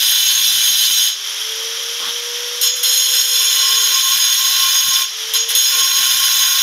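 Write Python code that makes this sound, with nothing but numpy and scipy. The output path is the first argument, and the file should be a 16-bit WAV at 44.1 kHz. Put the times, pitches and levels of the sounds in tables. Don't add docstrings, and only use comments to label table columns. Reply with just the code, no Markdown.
import sys
import numpy as np
from scipy import signal
from scipy.fft import rfft, irfft, next_fast_len
from scipy.io import wavfile
from scipy.ndimage import uniform_filter1d, minimum_filter1d

SR = 44100
rng = np.random.default_rng(int(sys.argv[2]) if len(sys.argv) > 2 else 0)


def int16_out(signal):
    q = np.round(np.clip(np.atleast_2d(signal).T, -1, 1) * 32767)
    wavfile.write(sys.argv[1], SR, q.astype(np.int16))


N = 291942
TIME = np.arange(N) / SR
FREE_SPEED, WORKING_SPEED, FULL_DRAG = 491, 430, 100
GEAR_RATIO = 3.6


def from_db(db):
    return np.exp(np.asarray(db) * np.log(10) / 20)


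def rms_one(x):
    return x / np.sqrt(np.mean(x ** 2) + 1e-20)


def envelope(start, end, rise_s, fall_s):
    attack = 1 - np.exp(-np.maximum(TIME - start, 0) / rise_s)
    return attack * np.exp(-np.clip((TIME - end) / fall_s, 0, 20))


def lagging(x, lag_s):
    r = np.exp(-1 / (lag_s * SR))
    return signal.lfilter([1 - r], [1, -r], x, zi=[r * x[0]])[0]


def drift(hz):
    r = np.exp(-40 * np.pi * hz / SR)
    slow = signal.lfilter([1], [1, -2 * r, r * r], rng.standard_normal(N // 20 + 2002))[2000:]
    return np.interp(np.arange(N) / 20, np.arange(len(slow)), rms_one(slow))


def coloured(noise, spectrum):
    hz, db = np.transpose(spectrum)
    size = next_fast_len(N)
    f = np.maximum(np.arange(size // 2 + 1) * SR / size, 1)
    gain = from_db(np.interp(np.log(f), np.log(hz), db)) * np.minimum(f / hz[0], 1) ** 2
    return rms_one(irfft(rfft(noise, size) * gain, size)[:N])


def high_pass(x, hz):
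    return signal.sosfilt(signal.butter(4, hz, "high", fs=SR, output="sos"), x)


def grit(grain_db):
    sizes = np.repeat(rng.standard_normal(N // 20 + 1), 20)[:N]
    return rms_one(rng.standard_normal(N) * from_db(grain_db * sizes))


def resonance(force, hz, width_hz, skirt_hz=420, lingering=0, free_width_hz=7, evenness=0):
    step = 6
    rate = SR / step
    impacts, late_impacts = force[::step] * rng.standard_normal((2, 2, len(force[::step])))
    r = np.exp(-np.pi * width_hz / rate)
    skirt = np.exp(-2 * np.pi * (skirt_hz + width_hz) / rate)
    power = (1 + r * skirt) / ((1 - r * skirt) * (1 - r * r) * (1 - skirt * skirt))
    swing = signal.lfilter([power ** -.5], np.poly([r, skirt]), impacts)
    if lingering:
        free = np.exp(-np.pi * free_width_hz / rate)
        tail_gain = np.sqrt(1 - free * free) * (1 - skirt)
        tail = signal.lfilter([tail_gain], np.poly([free, skirt]), late_impacts)
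        swing = (swing + lingering * tail) / np.hypot(1, lingering)
    if evenness:
        energy = np.sum(swing ** 2, axis=0)
        usual, now = [np.abs(uniform_filter1d(energy, size=count)) + 1e-12
                      for count in (int(rate / 20), int(rate / 500))]
        swing = swing * np.minimum(usual / now, 10) ** (evenness / 2)
    cosine, sine = [np.interp(TIME, TIME[::step], part) for part in swing]
    cycles = np.cumsum(np.broadcast_to(hz / SR, N))
    phase = (2 * np.pi * (cycles - np.floor(cycles))).astype(np.float32)
    return cosine * np.cos(phase) + sine * np.sin(phase)


def depth(start, sink_s):
    return np.clip((TIME - start) / sink_s, 0, 1) ** 2


# start t/s, end t/s, sink-in t/s, full drag/(turns/s), jolt level/dB,
# then send level/dB at full depth for sizzle, squeal, growl, whistle, grinding and slab ring
CUTS = [(-1.0, 1.08, .3, 98.4, -8, -17.7, -14, -11.5, -25.2, -29, -44),
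        (2.612, 2.672, .02, 10, -5, -19, -11, -14.5, -21, -35, -36),
        (2.755, 2.795, .02, 5, -18, -27.5, -25, -29, -31, -39, -43),
        (2.83, 5.025, .824, 82, -10, -20.3, -12.8, -13, -22.3, -28.3, -28.5),
        (5.336, 5.366, .02, 10, -5, -23, -13, -12.5, -29, -33, -29),
        (5.488, 5.504, .02, 10, -9, -20.5, -20, -18.5, -23, -30, -39),
        (5.55, 7.0, .173, 94.2, 1, -18.5, -12, -12, -20, -25.5, -27)]
# attack t/s, release t/s, level/dB at the surface vs. depth
SEND_ENVELOPES = [(.002, .018, 1.8), (.012, .045, -.7), (.004, .045, -2), (.002, .02, .3), (.004, .04, -4),
                  (.003, .015, -13.5)]


def contact():
    sends = np.full((len(SEND_ENVELOPES), N), 1e-12)
    for start, end, sink_s, _, _, *levels in CUTS:
        shallow = 1 - depth(start, sink_s)
        for send, db, (rise_s, fall_s, surface_db) in zip(sends, levels, SEND_ENVELOPES):
            send += from_db(db + surface_db * shallow) * envelope(start, end, rise_s, fall_s)
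    return sends


def load(ease_off_s=.135):
    return sum(drag * depth(start, sink_s) * np.clip((end - TIME) / ease_off_s, 0, 1)
               for start, end, sink_s, drag, *_ in CUTS)


def blade_bite(speed, runout=.23, judder_db=.6):
    turn = 2 * np.pi * np.cumsum(speed / GEAR_RATIO) / SR
    return (1 + runout * np.sin(turn)) * from_db(judder_db * drift(23))


def blade(force, modes, speed, lingering, evenness=0):
    spin = (speed - WORKING_SPEED) / GEAR_RATIO
    shares = np.array([from_db(db) * np.sqrt(width) for _, _, width, db in modes])
    rings = [resonance(force, hz + shift * spin, width, lingering=lingering, evenness=evenness)
             for hz, shift, width, _ in modes]
    return shares @ np.array(rings) / np.linalg.norm(shares)


# f/Hz at working speed, slide/(Hz per blade turn/s), width/Hz, relative peak level/dB
GROWL_MODES = [(2396, 2.5, 13, -11.5), (2700, 1.5, 29, -9.5), (2997, -1, 34, -2.5), (3125, 2.5, 39, 0.5),
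               (3270, 1, 19, -0.5), (3510, -1.5, 77, 1), (4006, 4, 77, -1.5), (4332, -1, 19, -3.5)]
SQUEAL_MODES = [(5047, 3.3, 24, -2), (5108, 3.3, 40, -7.5), (5578, -4, 28, -3), (6360, 4.5, 40, -14),
                (6560, 4.3, 38, 1.2), (7172, -4, 38, -11)]
SIZZLE_MODES = [(8030, 5.5, 45, -18), (8390, 4.6, 35, -7), (9050, -4.5, 35, -4), (9580, -8, 40, -12),
                (9935, 8, 50, -6), (10505, 7, 34, 0), (11175, -6, 38, 0), (11640, -10, 65, -7),
                (12030, 8.5, 65, -4), (12885, 6.2, 45, -2)]
WHISTLE_MODES = [(13400, -14, 49, -2), (13850, -6.5, 190, -2), (14190, 11, 90, 0), (15040, 5, 70, -13),
                 (15370, -18, 70, -9)]


def screech(speed, bite, jolt, growl, squeal, sizzle, whistle):
    edge = bite * from_db(.6 * drift(18))
    singing = from_db(-.07 * (speed - WORKING_SPEED))
    growl_force = from_db(-1.03) * growl * bite + from_db(-7) * jolt
    squeal_force = from_db(-.1) * squeal * bite + from_db(-6.5) * jolt
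    sizzle_force = from_db(-.87) * sizzle * edge + from_db(-5.5) * jolt
    whistle_force = singing * whistle * edge + from_db(-11) * jolt
    return (blade(growl_force, GROWL_MODES, speed, lingering=.4)
            + blade(squeal_force, SQUEAL_MODES, speed, lingering=.38, evenness=.22)
            + blade(sizzle_force, SIZZLE_MODES, speed, lingering=.29)
            + blade(whistle_force, WHISTLE_MODES, speed, lingering=.15))


# f/Hz, relative level/dB
KERF_EQ = [(300, -20), (750, -11), (1000, -5.5), (1250, -8.5), (1500, 5.5), (2250, 0.5), (3300, 8),
           (4550, -7), (5900, 7), (6900, -3), (7700, -13.5), (9500, 0), (12000, -11), (15500, -10)]


def kerf_hiss(grinding, bite):
    return from_db(8) * grinding * bite * coloured(grit(grain_db=3.5), KERF_EQ)


# motor rotation f/Hz, relative level/dB
HUM_BY_SPEED = [(390, -61), (412, -57), (430, -54), (443, -42), (455, -37.5), (463, -45), (470, -42),
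                (479, -37), (490, -38.5)]


def motor_hum(speed, turn, grip, waver_db=1.5, loaded_waver_db=3.5, damping_db=6):
    loaded_db = grip * (loaded_waver_db * drift(8) - damping_db)
    swell_db = .2 + np.interp(speed, *np.transpose(HUM_BY_SPEED))
    unbalance = from_db(swell_db + waver_db * drift(6) + loaded_db)
    hum = unbalance * np.sqrt(2) * (np.sin(turn) + from_db(-14.5) * np.sin(2 * turn))
    free_running = np.minimum(unbalance / from_db(-44), 1)
    guard = resonance(free_running * from_db(-49), hz=538, width_hz=12.4, skirt_hz=80)
    return hum + guard


# f/Hz, width/Hz, relative peak level/dB
HOUSING_MODES = [(3116, 63, 6), (3330, 110, 3.5), (3610, 250, -2.5), (9000, 310, -13), (10360, 210, -9.5),
                 (11280, 320, -11.5), (11900, 100, -13), (12520, 120, -18), (12970, 120, -8.5)]
# f/Hz, relative level/dB
RUSH_EQ = [(150, -76), (380, -21.5), (700, -23), (1000, -14), (1500, -9.5), (2500, -8.5), (3300, -2),
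           (4400, -9.5), (5700, 1), (7000, -12), (8200, -28), (10800, -18), (13000, -22.5), (15500, -28)]


def fan_and_gears(turn, rattle_db=1.9, runout=.1):
    rattle = from_db(rattle_db * drift(74)) * (1 + runout * np.sin(turn / GEAR_RATIO))
    housing = sum(from_db(db) * np.sqrt(width) * resonance(rattle, hz, width)
                  for hz, width, db in HOUSING_MODES)
    rush = coloured(grit(grain_db=.5), RUSH_EQ) * (1 + runout * np.sin(turn))
    return from_db(-24.5) * rush + from_db(-27.5) * rms_one(housing)


# f/Hz, relative level/dB
SHUDDER_EQ = [(20, -14), (60, -3), (130, 4), (220, 2), (350, -6.5), (700, -22)]


def slab_shudder(drag, full_drag_db=-51, idle_db=-77, rocking_db=4.5, lumps_db=2.5):
    rocking = from_db(full_drag_db + rocking_db * drift(10)) * (drag / FULL_DRAG) ** 2.5
    lumps = from_db(lumps_db * drift(25))
    return (rocking + from_db(idle_db)) * lumps * coloured(rng.standard_normal(N), SHUDDER_EQ)


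# f/Hz, width/Hz, relative rms level/dB
SLAB_MODES = [(1069, 16, -.5), (1435, 21, -7.5), (1579, 28, -12), (1960, 18, -8), (2413, 13, -6)]


def slab_ring(ringing, pushing, chatter_db=1, idle_db=-55):
    shaking = ringing * from_db(chatter_db * drift(8)) + pushing + from_db(idle_db)
    return sum(from_db(db) * resonance(shaking, hz, width, skirt_hz=87, evenness=.17)
               for hz, width, db in SLAB_MODES)


# start t/s, end t/s, scrape level/dB, slab ring send level/dB
PUSH = (1.985, 2.09, -25, -40)
# f/Hz, relative level/dB
SCRAPE_EQ = [(100, -46), (230, -10), (330, -17), (700, -12), (1050, -5), (1400, -2), (2300, -16), (3200, 6),
             (4500, -7), (12000, -33)]


def slab_push():
    start, end, scrape_db, ring_db = PUSH
    push = envelope(start, end, rise_s=.025, fall_s=.025)
    scrape = from_db(scrape_db) * push * coloured(grit(grain_db=1.5), SCRAPE_EQ)
    return scrape, from_db(ring_db) * push


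def landing_jolts(decay_s=.0016):
    return sum(from_db(db) * (TIME >= start) * np.exp(-np.clip((TIME - start) / decay_s, 0, 20))
               for start, _, _, _, db, *_ in CUTS)


def chips(jolt):
    return from_db(-22) * jolt * high_pass(rng.standard_normal(N), hz=2600)


def scene():
    drag = load()
    speed = FREE_SPEED - lagging(drag, lag_s=.656)
    sizzle, squeal, growl, whistle, grinding, ringing = contact()
    grip = np.minimum(sizzle / from_db(-21), 1)
    bite = blade_bite(speed)
    jolt = landing_jolts()
    cutting = screech(speed, bite, jolt, growl, squeal, sizzle, whistle)
    cutting += kerf_hiss(grinding, bite) + chips(jolt)
    turn = 2 * np.pi * np.cumsum(speed * (1 + .0021 * drift(13))) / SR
    motor = motor_hum(speed, turn, grip) + fan_and_gears(turn)
    scrape, pushing = slab_push()
    slab = slab_shudder(drag) + slab_ring(ringing, pushing) + scrape
    mix = high_pass(cutting + motor, hz=207) + slab
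    return np.array([mix, mix])


def gain_control(x, threshold_db=-13.5, share=.8, attack_s=.01, hold_s=.115, release_db_per_s=60):
    level_db = 10 * np.log10(np.abs(uniform_filter1d(x ** 2, size=900)) + 1e-12)
    over_db = share * np.maximum(level_db - threshold_db, 0)
    half = int(hold_s * SR / 2)
    held_db = -minimum_filter1d(-over_db, 2 * half + 1, origin=half)
    recovery_db = release_db_per_s * TIME
    duck_db = np.maximum.accumulate(held_db + recovery_db) - recovery_db
    return from_db(-lagging(duck_db, attack_s))


def record(dry):
    clipped = np.clip(dry * gain_control(dry[0]), -.82, .82)
    high_cut = signal.ellip(12, .1, 90, 15650, fs=SR, output="sos")
    return signal.sosfilt(high_cut, clipped)


dry = scene()
out = record(dry)
int16_out(out)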